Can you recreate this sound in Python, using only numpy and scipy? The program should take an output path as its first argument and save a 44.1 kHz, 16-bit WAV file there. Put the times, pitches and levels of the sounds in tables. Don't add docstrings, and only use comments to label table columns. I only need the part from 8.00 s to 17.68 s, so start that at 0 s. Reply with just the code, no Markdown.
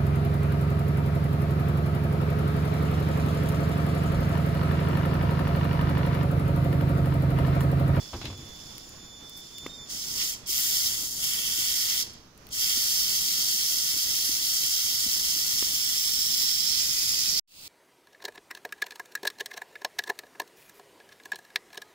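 import sys
import numpy as np
from scipy import signal
from scipy.fft import rfft, irfft, next_fast_len
from scipy.io import wavfile
from scipy.ndimage import uniform_filter1d

SR = 44100
rng = np.random.default_rng(int(sys.argv[2]) if len(sys.argv) > 2 else 0)


def makeup_ratio(level_db):
    decades = np.asarray(level_db, float) / 20
    return 10 ** decades


def bounce(signal):
    frames = np.transpose(np.atleast_2d(signal))
    limited = np.clip(frames, -1, 1)
    pcm = np.round(limited * 32767).astype(np.int16)
    wavfile.write(sys.argv[1], SR, pcm)


N = 426888
T = np.arange(N) / SR
HZ = np.fft.rfftfreq(next_fast_len(N), 1 / SR)

# (time [s], level [dB])
NEAR_GAIN = [(9.3955, 0), (9.3985, -38), (9.406, -48), (9.411, -90)]


def evened(x):
    return x / np.sqrt(np.mean(x ** 2) + 1e-20)


def read(points, hz):
    f, value = np.transpose(points)
    return np.interp(np.log(hz + 1), np.log(f + 1), value)


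def columns(rows, t):
    s, *values = np.transpose(rows)
    return np.array([np.interp(t, s, v) for v in values])


def add(mix, s, sound):
    part = mix[:, round(s * SR):][:, :sound.shape[1]]
    part += sound[:, :part.shape[1]]


def band(x, lo_hz, hi_hz):
    return signal.sosfilt(signal.butter(2, [lo_hz, hi_hz], "band", fs=SR, output="sos"), x)


def drift(per_s):
    size = int(SR / per_s)
    return evened(uniform_filter1d(uniform_filter1d(rng.standard_normal(N), size), size))


def pair(left_db, right_db, shared):
    size = next_fast_len(N)
    a, b = rfft(rng.standard_normal((2, size)))
    both = np.array([a + 0 * shared, shared * a + np.sqrt(1 - abs(shared) ** 2) * b])
    density = makeup_ratio(np.array([left_db, right_db])) * np.sqrt(SR / 2)
    return irfft(both * density, size)[..., :N]


def jet():
    # (time [s], left-right [dB], extra lag of the right port [us])
    camera_turn = [(0.2, -4.5, 18), (1.6, -1.5, 20), (2.1, -1, 1), (2.65, -0.5, -2), (3.2, -0.5, 7),
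                   (3.5, -3, 12), (4.0, 0, 3), (5.0, 0, 2), (6.0, 0, 4), (7.0, -0.5, 5), (7.7, 0.5, 3),
                   (8.3, -0.5, 3), (8.7, -1, 0), (9.0, 0, -3), (9.35, 0, -3)]
    # (time [s], flow [dB], focus of the 4-7 kHz core [dB])
    bursts = [
        [(1.875, -22, -2), (1.905, -7, -3.5), (2.05, -6.5, -2), (2.16, -4, -2), (2.22, -2.5, 1.5),
         (2.3, -3, -5.5), (2.342, -6, -6), (2.365, -20, 5)],
        [(2.46, -15, 0), (2.472, -6.5, -8), (2.5, 0, 0), (2.6, 1, -3.5), (2.87, 0, 0.5), (2.91, -1.5, -3),
         (3.12, -4, -5), (3.2, -4, -5)],
        [(3.24, 0, -3), (3.42, -2.5, -3.5), (3.6, -0.5, -2.5), (3.8, -0.5, 0), (4.0, -0.5, 0), (4.03, -3, 1.5),
         (4.047, -31, -4)],
        [(4.505, -19, -6), (4.53, -5, -2.5), (4.57, -3, -3.5), (4.6, 0.5, 0), (4.9, 0, 0.5), (5.35, -0.5, 1),
         (5.9, -0.5, -0.5), (7.3, -0.5, .5)],
        [(7.85, -0.5, -2), (8.3, 0, 1), (8.55, -0.5, 0.5), (8.68, -1, 2.5), (8.85, -0.5, -1.5), (9.1, 0, -0.5),
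         (9.39, -0.5, 3.5)],
    ]
    # (from [s], to [s])
    shut_s = [
        (2.366, 2.459),
        (4.048, 4.504),
    ]
    # (time [s], half length [s], low hiss [dB])
    cupping = [
        (2.08, 0.13, 0),
        (2.21, 0.042, 6.5),
        (2.502, 0.027, -4.5),
        (3.12, 0.17, -7),
        (3.35, 0.34, 3.5),
        (3.71, 0.13, 2.5),
        (3.918, 0.12, 5),
        (4.706, 0.1, 3.5),
    ]
    # (time [s], half length [s], level [dB])
    leak_changes = [
        (1.385, .035, 10),
        (1.744, 0.11, -2),
    ]
    # (frequency [Hz], T60 [s])
    yard_t60 = [(1500, 0.71), (5000, 0.55), (9000, 0.35), (14000, 0.21)]

    hop = 64
    f, t, z = signal.stft(nozzle(), SR, nperseg=256, noverlap=256 - hop)
    turn_db, lag_us = columns(camera_turn, t)
    z[1] *= np.exp(-2j * np.pi * f[:, None] * lag_us * 1e-6)

    def share_above(from_hz, to_hz):
        return np.clip(np.log((f[:, None] + 1) / from_hz) / np.log(to_hz / from_hz), 0, 1)

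    low = 1 - share_above(3760, 3780)
    up = share_above(5600, 6800)
    top = share_above(6100, 12500)
    focused = (1 - low - up) + 0.13 * low - 0.1 * top

    flow_db, focus_db = columns(sum(bursts, []), t)
    cupped_db = sum(db * np.clip(1 - abs(t - s) / half, 0, 1) for s, half, db in cupping)
    is_open = (t > bursts[0][0][0]) * np.prod([(t < a) | (t > b) for a, b in shut_s], axis=0)
    blast_db = flow_db * (1 + 0.36 * low + 0.9 * top) + focus_db * focused + cupped_db * low
    blast = is_open * makeup_ratio(2 * blast_db)

    spit_db = sum(db * np.clip(2 - 2 * abs(t - s) / half, 0, 1) for s, half, db in leak_changes)
    unrest_db = 3.0 * drift(3.3)[np.minimum(np.arange(len(t)) * hop, N - 1)]
    leak_db = -26 + focused + (spit_db - 7) * top + 0.5 * low + unrest_db
    leak = (t < 2.1) * makeup_ratio(2 * leak_db)

    keep = makeup_ratio(-120 * t[1] / read(yard_t60, f))
    echo = np.array([signal.lfilter([1 - k], [1, -k], row) for k, row in zip(keep, blast)])
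    power = blast + leak + makeup_ratio(2 * -9.5) * echo

    side_db = turn_db * (1 - 1.44 * up) / 2
    patches = rng.standard_normal(blast.shape)
    patches = evened(uniform_filter1d(uniform_filter1d(patches, 5, 0), 40, 1))
    gain = np.sqrt(power) * makeup_ratio(0.59 * patches + np.array([side_db, -side_db]))
    x = signal.istft(z * gain, SR, nperseg=256, noverlap=256 - hop)[1][:, :N]
    return x * makeup_ratio(1.0 * drift(820) + 0.5 * drift(39))


def nozzle():
    # (frequency [Hz], density [dB per Hz])
    jet_left = [(900, -88.5), (1500, -82), (2300, -78.5), (3100, -71), (4500, -66.5), (7000, -65.5),
                (10000, -69.5), (15600, -68)]
    jet_right = [(900, -90.5), (2100, -75.5), (3200, -68.5), (5300, -59), (7200, -69.5), (7900, -74.5),
                 (11000, -79.5), (13500, -67.5), (15600, -74)]
    # (delay [ms], ripple [dB])
    comb_left = [(0.208, 0.25), (0.252, -0.68), (0.316, 0.36), (0.42, 0.92), (0.5, -0.46), (0.548, -0.21),
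                 (0.6, -0.35), (0.676, 1.51), (0.732, 0.37), (0.864, -0.3), (0.908, 0.18), (1.076, -0.34),
                 (1.144, 0.19), (1.38, -0.21), (1.52, 0.2), (1.58, 0.39), (1.624, -0.35), (1.728, -0.72),
                 (1.896, -0.21), (2.012, -0.3), (2.172, 0.19), (2.704, 0.25), (2.952, 0.27), (2.996, 0.17)]
    comb_left_tipped = [(0.012, -0.85), (0.248, -0.64), (0.424, 0.75), (0.488, -0.37), (0.664, 1.54),
                        (0.716, 0.62), (0.756, -0.6), (0.852, -0.43), (0.92, 0.29), (1.048, -0.35),
                        (1.092, -0.58), (1.392, -0.29), (1.604, -0.4), (1.708, -0.73), (1.884, -0.46),
                        (1.996, -0.37), (2.176, -0.37), (2.284, -0.27)]
    comb_left_back = [(0.0, -0.74), (0.088, -0.29), (0.248, -0.87), (0.32, 0.61), (0.424, 0.87),
                      (0.476, -0.51), (0.604, -0.36), (0.684, 0.69), (0.724, 0.3), (0.76, 0.46),
                      (0.916, 0.34), (1.0, -0.38), (1.412, -0.27), (1.564, 0.42), (1.696, -0.38),
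                      (1.82, -0.26), (3.096, 0.25), (3.908, 0.23)]
    comb_right = [(0.116, 0.24), (0.26, -1.1), (0.336, 1.42), (0.456, -0.58), (0.516, -1.31), (0.544, 0.38),
                  (0.612, 0.85), (0.668, 0.33), (0.752, -0.69), (0.808, -0.42), (0.964, 0.6),
                  (1.044, -0.53), (1.136, -0.26), (1.228, -0.33), (1.432, -0.22), (1.504, 0.45),
                  (1.572, -0.33), (1.704, -0.63), (1.744, -0.26), (1.884, 0.34), (2.028, 0.23),
                  (2.344, -0.26), (2.396, -0.35), (2.956, 0.23)]
    comb_right_tipped = [(0.0, -0.72), (0.04, 1.22), (0.064, -0.65), (0.2, 1.38), (0.268, -0.48),
                         (0.332, 2.12), (0.396, 0.37), (0.48, -1.07), (0.56, 1.42), (0.636, 0.85),
                         (0.692, 0.49), (0.94, 0.93), (0.984, 0.41), (1.352, -0.57), (1.548, -0.61),
                         (1.668, -0.4), (1.724, -0.73), (2.164, -0.43)]
    comb_right_back = [(0.0, -1.42), (0.036, 2.04), (0.064, -1.73), (0.132, -0.94), (0.196, 0.62),
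                       (0.252, -1.42), (0.344, 0.97), (0.436, 1.07), (0.5, -1.15), (0.6, 0.95),
                       (0.64, 0.62), (0.92, 0.87), (1.472, 0.44), (1.6, 0.61), (1.864, 0.9), (1.908, 0.54),
                       (1.992, 0.51), (2.036, 0.72)]
    # (delay [ms], strength re diffuse [ratio])
    paths = [(-1.384, 0.05), (-1.196, -0.05), (-0.988, 0.07), (-0.792, -0.05), (-0.544, 0.09),
             (-0.476, 0.08), (-0.428, 0.1), (-0.34, -0.15), (-0.188, -0.05), (-0.092, -0.05),
             (-0.032, -0.1), (0.048, -0.16), (0.152, 0.1), (0.2, 0.14), (0.264, 0.34), (0.292, -0.09),
             (0.348, -0.3), (0.396, -0.11), (0.608, 0.18), (0.644, -0.29), (0.72, -0.26), (0.784, -0.09),
             (0.824, 0.15), (0.916, -0.06), (1.192, -0.1), (1.248, -0.08), (1.388, 0.04), (1.468, 0.05),
             (1.56, 0.09), (1.632, -0.06), (1.72, -0.06), (1.772, 0.12), (1.844, -0.16), (1.888, -0.09),
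             (1.968, -0.08), (2.052, 0.04), (2.336, -0.1), (2.38, -0.08)]
    paths_tipped = [(-1.748, -0.06), (-0.988, 0.06), (-0.624, -0.07), (-0.36, -0.12), (-0.312, -0.08),
                    (-0.184, -0.1), (0.044, -0.15), (0.144, 0.2), (0.2, 0.08), (0.252, 0.4), (0.344, -0.25),
                    (0.428, 0.1), (0.508, 0.09), (0.584, 0.17), (0.628, -0.23), (0.708, -0.22),
                    (0.748, -0.13), (0.808, 0.22), (1.2, -0.07), (1.256, -0.07), (1.564, 0.07),
                    (1.716, -0.07), (1.816, -0.08), (1.864, -0.14), (1.916, -0.07), (2.072, 0.1),
                    (2.26, 0.1), (2.34, -0.06)]
    paths_back = [(-0.536, 0.09), (-0.484, 0.13), (-0.432, 0.08), (-0.356, -0.07), (-0.196, -0.08),
                  (-0.032, 0.06), (0.048, -0.13), (0.136, 0.14), (0.18, 0.12), (0.252, 0.34),
                  (0.348, -0.17), (0.424, 0.13), (0.528, 0.17), (0.584, -0.07), (0.612, 0.21),
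                  (0.656, -0.11), (0.756, -0.09), (0.836, 0.27), (0.88, 0.1), (1.028, 0.08), (1.276, -0.1),
                  (1.552, 0.1), (1.748, 0.07), (1.816, -0.12), (1.86, -0.08), (2.088, 0.11), (2.356, -0.08),
                  (2.748, 0.06)]

    low_db = -2 * np.clip(np.log2(1350 / (HZ + 1)), 0, 3)
    left = np.array([delays(c).real for c in (comb_left, comb_left_tipped, comb_left_back)])
    right = np.array([delays(c).real for c in (comb_right, comb_right_tipped, comb_right_back)])
    ways = 1.32 * np.array([delays(p) for p in (paths, paths_tipped, paths_back)])
    left_db = read(jet_left, HZ) + low_db + 1.09 * left
    right_db = read(jet_right, HZ) + low_db + 1.074 * right
    poses = pair(left_db, right_db, ways / np.sqrt(1 + abs(ways) ** 2))

    tip = np.interp(T, (7.45, 8.1), [0, 1])
    back = np.interp(T, (8.55, 9.0), [0, 1])
    moving = 4 * (tip * (1 - tip) + back * (1 - back))
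    blend = (poses * np.array([1 - tip, tip - back, back])).sum(1)
    return blend * makeup_ratio(np.array([[0.3], [1.5]]) * moving)


def delays(table):
    ms, strength = np.transpose(table)
    hz = np.arange(0, SR / 2 + 10, 10)
    return np.interp(HZ, hz, np.exp(-2j * np.pi * np.outer(hz, ms) / 1000) @ strength)


def whistle():
    # (time [s], pitch step [Hz], tone step [dB], octave step [dB])
    nudges = [(.385, 25, 0, 0), (.98, 6, 0, 0), (1.21, 8, 0, 0), (1.525, 8, 2.5, 0), (1.55, 10, 3, 0),
              (1.675, 40, 0, -6), (1.696, 68, 0, 0), (1.716, -28, 0, 0), (1.738, 30, 0, 0),
              (1.76, -66, -2, 3), (1.781, -40, 2, 3), (1.847, -50, -11, -1)]
    # (time [s], half length [s], tone loss [dB], octave loss [dB])
    chokes = [(.11, .06, 5, 2), (0.187, 0.037, 12, 4), (.29, .15, 1.5, 1), (0.42, 0.03, 3, -3),
              (0.652, 0.05, 5, .5), (0.728, .012, 12, 0), (0.788, .06, 8, 1), (0.895, 0.075, 18, 0),
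              (0.97, .03, 14, 0), (1.04, 0.07, 4, .5), (1.26, .06, -2, 14), (1.37, 0.095, -4, 16),
              (1.505, 0.076, 5, 7), (1.688, 0.01, 13, 5), (1.728, 0.016, 4, 3), (1.775, 0.011, 5, -1)]

    step_s = 0.007
    steps = sum(np.outer(step, np.clip((T - s) / step_s + 0.5, 0, 1)) for s, *step in nudges)
    losses = sum(np.outer(loss, np.clip(1 - abs(T - s) / half, 0, 1)) for s, half, *loss in chokes)
    hz = 3457 + 20 * T + steps[0]
    tone_db = -51.5 + steps[1] - losses[0]
    octave_db = -60 + 4 * T + steps[2] - losses[1]
    turns = np.cumsum(hz + 7.5 * drift(69)) / SR
    on = np.sqrt(2) * np.clip((1.9 - T) / 0.018, 0, 1)
    tone = makeup_ratio(tone_db + 0.84 * drift(70)) * np.cos(2 * np.pi * turns) * makeup_ratio([[-3.0], [2.5]])
    octave = makeup_ratio(octave_db + 1.5 * drift(50)) * np.cos(4 * np.pi * turns) * makeup_ratio([[1.5], [-1.5]])
    return on * (tone + octave)


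def wisps():
    # (from [s], to [s], frequency [Hz], level [dB])
    tones = [
        (1.695, 1.762, 3545, -57),
        (2.425, 2.464, 3443, -59),
        (2.462, 2.474, 3290, -52),
        (2.33, 2.36, 3200, -52),
        (2.458, 2.487, 6100, -54),
    ]
    out = np.zeros((2, N))
    for s, end, hz, db in tones:
        t = np.arange(0, end - s, 1 / SR)
        shape = np.sin(np.pi * t / (end - s)) ** 0.5
        add(out, s, makeup_ratio(db + 3) * shape * np.cos(2 * np.pi * hz * t) * makeup_ratio([[-3.0], [2.5]]))
    return out


def stove():
    # (time [s], peak [dB], frequency [Hz], bright part [dB])
    pops = [(0.137, -36, 191, -7), (2.49, -44, 355, -8), (3.581, -40, 285, -3), (4.771, -41, 266, -1),
            (5.962, -42.5, 307, -5), (6.29, -37, 290, -4), (7.06, -36.5, 226, -11), (7.359, -45, 301, -30),
            (8.295, -44, 186, -13), (8.457, -52, 178, 5), (8.905, -43, 171, 3), (9.136, -57, 151, 7)]
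    # (time [s], peak [dB], middle band [dB], left-right [dB])
    crackles = [(0.2534, -37, 13, 4.0), (0.3774, -42, 4, 2.0), (0.4544, -46, 1, 1), (0.4893, -47, 1, -2),
                (0.5347, -48, 5, 7), (0.5616, -46, 12, 4.5), (0.5921, -48, 0, 3.0), (0.7063, -49, 8, 8),
                (0.7552, -55, -4, 4.5), (0.7807, -32, 7, 1), (0.8929, -39, -14, 0), (1.2955, -33.5, -14, 2),
                (1.3743, -36, -24, 6), (1.3844, -39, 3, 5), (1.583, -32.5, 5, 7), (1.6067, -47, 16, 7),
                (1.6656, -40, 13, 11), (1.7534, -53, 11, 5.0), (4.134, -43, -8, 6.0),
                (4.2053, -57, -6, 4.0), (4.377, -43, -7, 0), (4.4685, -41, 2, 4), (4.4892, -42, 0, 1),
                (4.5065, -50, 0, 5)]

    size = 2600
    out, t = np.zeros((2, N)), np.arange(size) / SR
    for s, db, hz, bright_db in pops:
        puff = rng.standard_normal(size)
        body = np.sin(2 * np.pi * hz * t) * (t / 0.0041) ** 2 * np.exp(2 - 2 * t / 0.0038)
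        tick = evened(band(puff, 700, 3200)) * np.exp(-t / 0.0025) * makeup_ratio(bright_db - 14.0)
        add(out, s + 0.0015, makeup_ratio(db + 1.5) * (body + tick) * np.ones((2, 1)))

    shape = np.exp(-t / 0.0016) + 0.12 * np.exp(-t / 0.01)
    for s, db, middle_db, side_db in crackles:
        burst = rng.standard_normal((2, size))
        middle = makeup_ratio(min(middle_db, 2) - 2.5) * evened(band(burst, 2500, 5770))
        colour = evened(band(burst, 7700, 17000)) + middle
        ports_db = np.array([[side_db], [-side_db]]) / 2
        add(out, s, makeup_ratio(db - 2.5 + ports_db) * colour * shape)
    return out


def snaps():
    # (time [s], peak [dB], rattle [dB])
    sticks = [
        (1.6637, -24, -7),
        (7.6258, -27, -6),
    ]
    # (delay [ms], strength [ratio])
    bounces = [
        (0, 1.0),
        (1.35, -0.67),
        (2.5, 0.41),
    ]

    lead = 44
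    out, t = np.zeros((2, N)), np.arange(-lead, 700) / SR
    push = 0
    for ms, strength in bounces:
        since = t - ms / 1000
        push = push + strength * (np.exp(-(since / 0.00015) ** 2) + 0.35 * np.exp(-(since / 0.0006) ** 2))
    for s, db, rattle_db in sticks:
        rattle = evened(band(rng.standard_normal(len(t)), 2000, 2800))
        wood = rattle * (t / 0.0016) ** 2 * np.exp(2 - 2 * t / 0.0015) * (t > 0)
        add(out, s - lead / SR, makeup_ratio(db) * (0.99 * push + makeup_ratio(rattle_db) * wood) * np.ones((2, 1)))
    return out


def handling():
    # (time [s], bump under 300 Hz [dB], knock [dB], scrape [dB])
    grips = [
        (.131, -45, -35, -46.5),
        (.141, -32, -40, -52),
        (0.213, -42, -43, -42.5),
        (.242, -33.5, -47, -49),
        (0.253, -50, -44, -39),
        (.276, -36.5, -49, -53),
        (.3, -37, -47, -51),
        (.326, -40, -49, -54),
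        (.39, -43, -62, -62),
        (.425, -44, -62, -60),
    ]
    attack_s = 0.0032
    t60_s = np.array([[0.28], [0.12], [0.13]])
    power = 0
    for s, *db in grips:
        attack = np.clip((T - s) / attack_s, 0, 1)
        power = power + attack * makeup_ratio(2 * (np.c_[db] - 60 * abs(T - s) / t60_s))
    bump, knock, scrape = np.sqrt(power)

    swing = np.sqrt(2) * np.sin(2 * np.pi * np.cumsum(92 + 30 * drift(70)) / SR)
    ragged = evened(band(rng.standard_normal(N), 130, 373))
    thud = evened(band(rng.standard_normal(N), 500, 1230))
    grain = evened(band(rng.standard_normal((2, N)), 2040, 4600) * makeup_ratio(1.0 * drift(400)))
    return bump * (makeup_ratio(-1.5) * swing + makeup_ratio(-7) * ragged) + knock * thud + scrape * grain * makeup_ratio(5.5)


def yard():
    # (frequency [Hz], density [dB per Hz])
    yard_left = [(25, -84), (60, -74.5), (100, -78), (200, -79.5), (330, -82), (520, -88.5), (1160, -88.5),
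                 (2450, -101.6), (3570, -102.3), (5860, -101), (7800, -104.1), (8010, -107.4),
                 (13910, -105.8), (15590, -108.9)]
    yard_right = [(25, -75.5), (60, -77), (100, -76.5), (200, -79.5), (330, -82.5), (520, -86),
                  (2070, -91.5), (3880, -94), (5250, -90.5), (6240, -89), (7880, -110.0), (9520, -111.7),
                  (11710, -108.3), (15590, -111.5)]
    # (frequency [Hz], shared part [ratio])
    yard_same = [(30, .9), (100, .95), (300, .86), (520, .4), (800, .1), (1200, .1), (16000, .2)]
    # (time [s], rumble [dB])
    flame = [(0.6, -49.5), (1.2, -55), (2.1, -51.5), (2.72, -51.5), (3.1, -48), (3.4, -51.5), (4.4, -54),
             (5.3, -51.5), (5.57, -53.5), (5.9, -54.5), (6.7, -55.5), (7.23, -52), (7.6, -52), (8.2, -53),
             (8.75, -50), (9.2, -51)]

    x = pair(read(yard_left, HZ), read(yard_right, HZ), np.clip(read(yard_same, HZ), 0, 1))
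    swell_db = columns(flame, T)[0]
    swell_db = swell_db - swell_db.mean()
    rumble = uniform_filter1d(x, size=120, axis=1)
    swelling = rumble * makeup_ratio(0.6 * swell_db) + (x - rumble) * makeup_ratio(0.35 * swell_db)
    return swelling * makeup_ratio(1.56 * drift(23))


def far_view():
    # (frequency [Hz], density [dB per Hz])
    far_left = [(520, -97), (1810, -96), (2670, -83), (3790, -97), (6290, -83.5), (10080, -88),
                (11630, -91), (13870, -87), (15590, -92)]
    far_right = [(520, -93), (1770, -95), (2240, -87.5), (4820, -77.5), (7540, -100.9), (8960, -87),
                 (11630, -100.7), (12880, -100.0), (15590, -81)]
    lag_s = 0.00025
    shared = 0.5 * np.exp(-2j * np.pi * HZ * lag_s)
    return pair(read(far_left, HZ), read(far_right, HZ), shared) + makeup_ratio(-9.5) * yard()


def scene():
    # (time [s], level [dB])
    fade = [(9.4745, -83), (9.476, -23), (9.52, -10), (9.58, -3.5), (9.68, 2.5)]
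    near = jet() + whistle() + wisps() + yard() + stove() + snaps() + handling()
    return near * makeup_ratio(columns(NEAR_GAIN, T)) + far_view() * makeup_ratio(columns(fade, T))


def unmasked(z, masker, table):
    def narrow(v):
        power = abs(v[..., :512, :]) ** 2
        return uniform_filter1d(power.reshape(len(v), 128, 4, -1).mean(2), size=2)

    under_db = read(table, np.arange(128) * SR / 256)[:, None]
    keep = narrow(z) > uniform_filter1d(narrow(masker), size=11, axis=1) / makeup_ratio(2 * under_db)
    keep[:, :6] = True
    keep = np.concatenate([keep, keep[:, -1:]], 1)
    return z * np.repeat(keep, 4, 1)[:, :513]


def roll_off(x):
    return signal.sosfilt(signal.butter(12, 16920, fs=SR, output="sos"), x)


def record(dry):
    # (frequency [Hz], depth [dB])
    mask_sum = [(1100, 13), (1650, 9), (2000, 12), (2700, 14), (3400, 17), (5000, 14), (8000, 11),
                (15500, 10.5)]
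    mask_port = [(1000, 17), (5000, 16), (7800, 7.5), (11000, 6), (15500, 7.5)]

    z = signal.stft(dry, nperseg=1024, window="cosine")[2]
    level = np.sqrt((abs(z) ** 2).mean(0, keepdims=True))
    mid, side = unmasked(np.array([z[0] + z[1], z[0] - z[1]]) / 2, level, mask_sum)
    z = np.array([mid + side, mid - side])
    thinned = signal.istft(unmasked(z, z, mask_port), nperseg=1024, window="cosine")[1][:, :N]
    thinned = thinned * makeup_ratio(np.where(T < 9.45, columns(NEAR_GAIN, T), 0))
    lowpass = signal.firwin(2047, 15745, window=("kaiser", 9), fs=SR)
    limited = signal.oaconvolve(thinned, lowpass[None], "same")
    return roll_off(limited - makeup_ratio(-76.5))


dry = scene()
out = record(dry)
bounce(out)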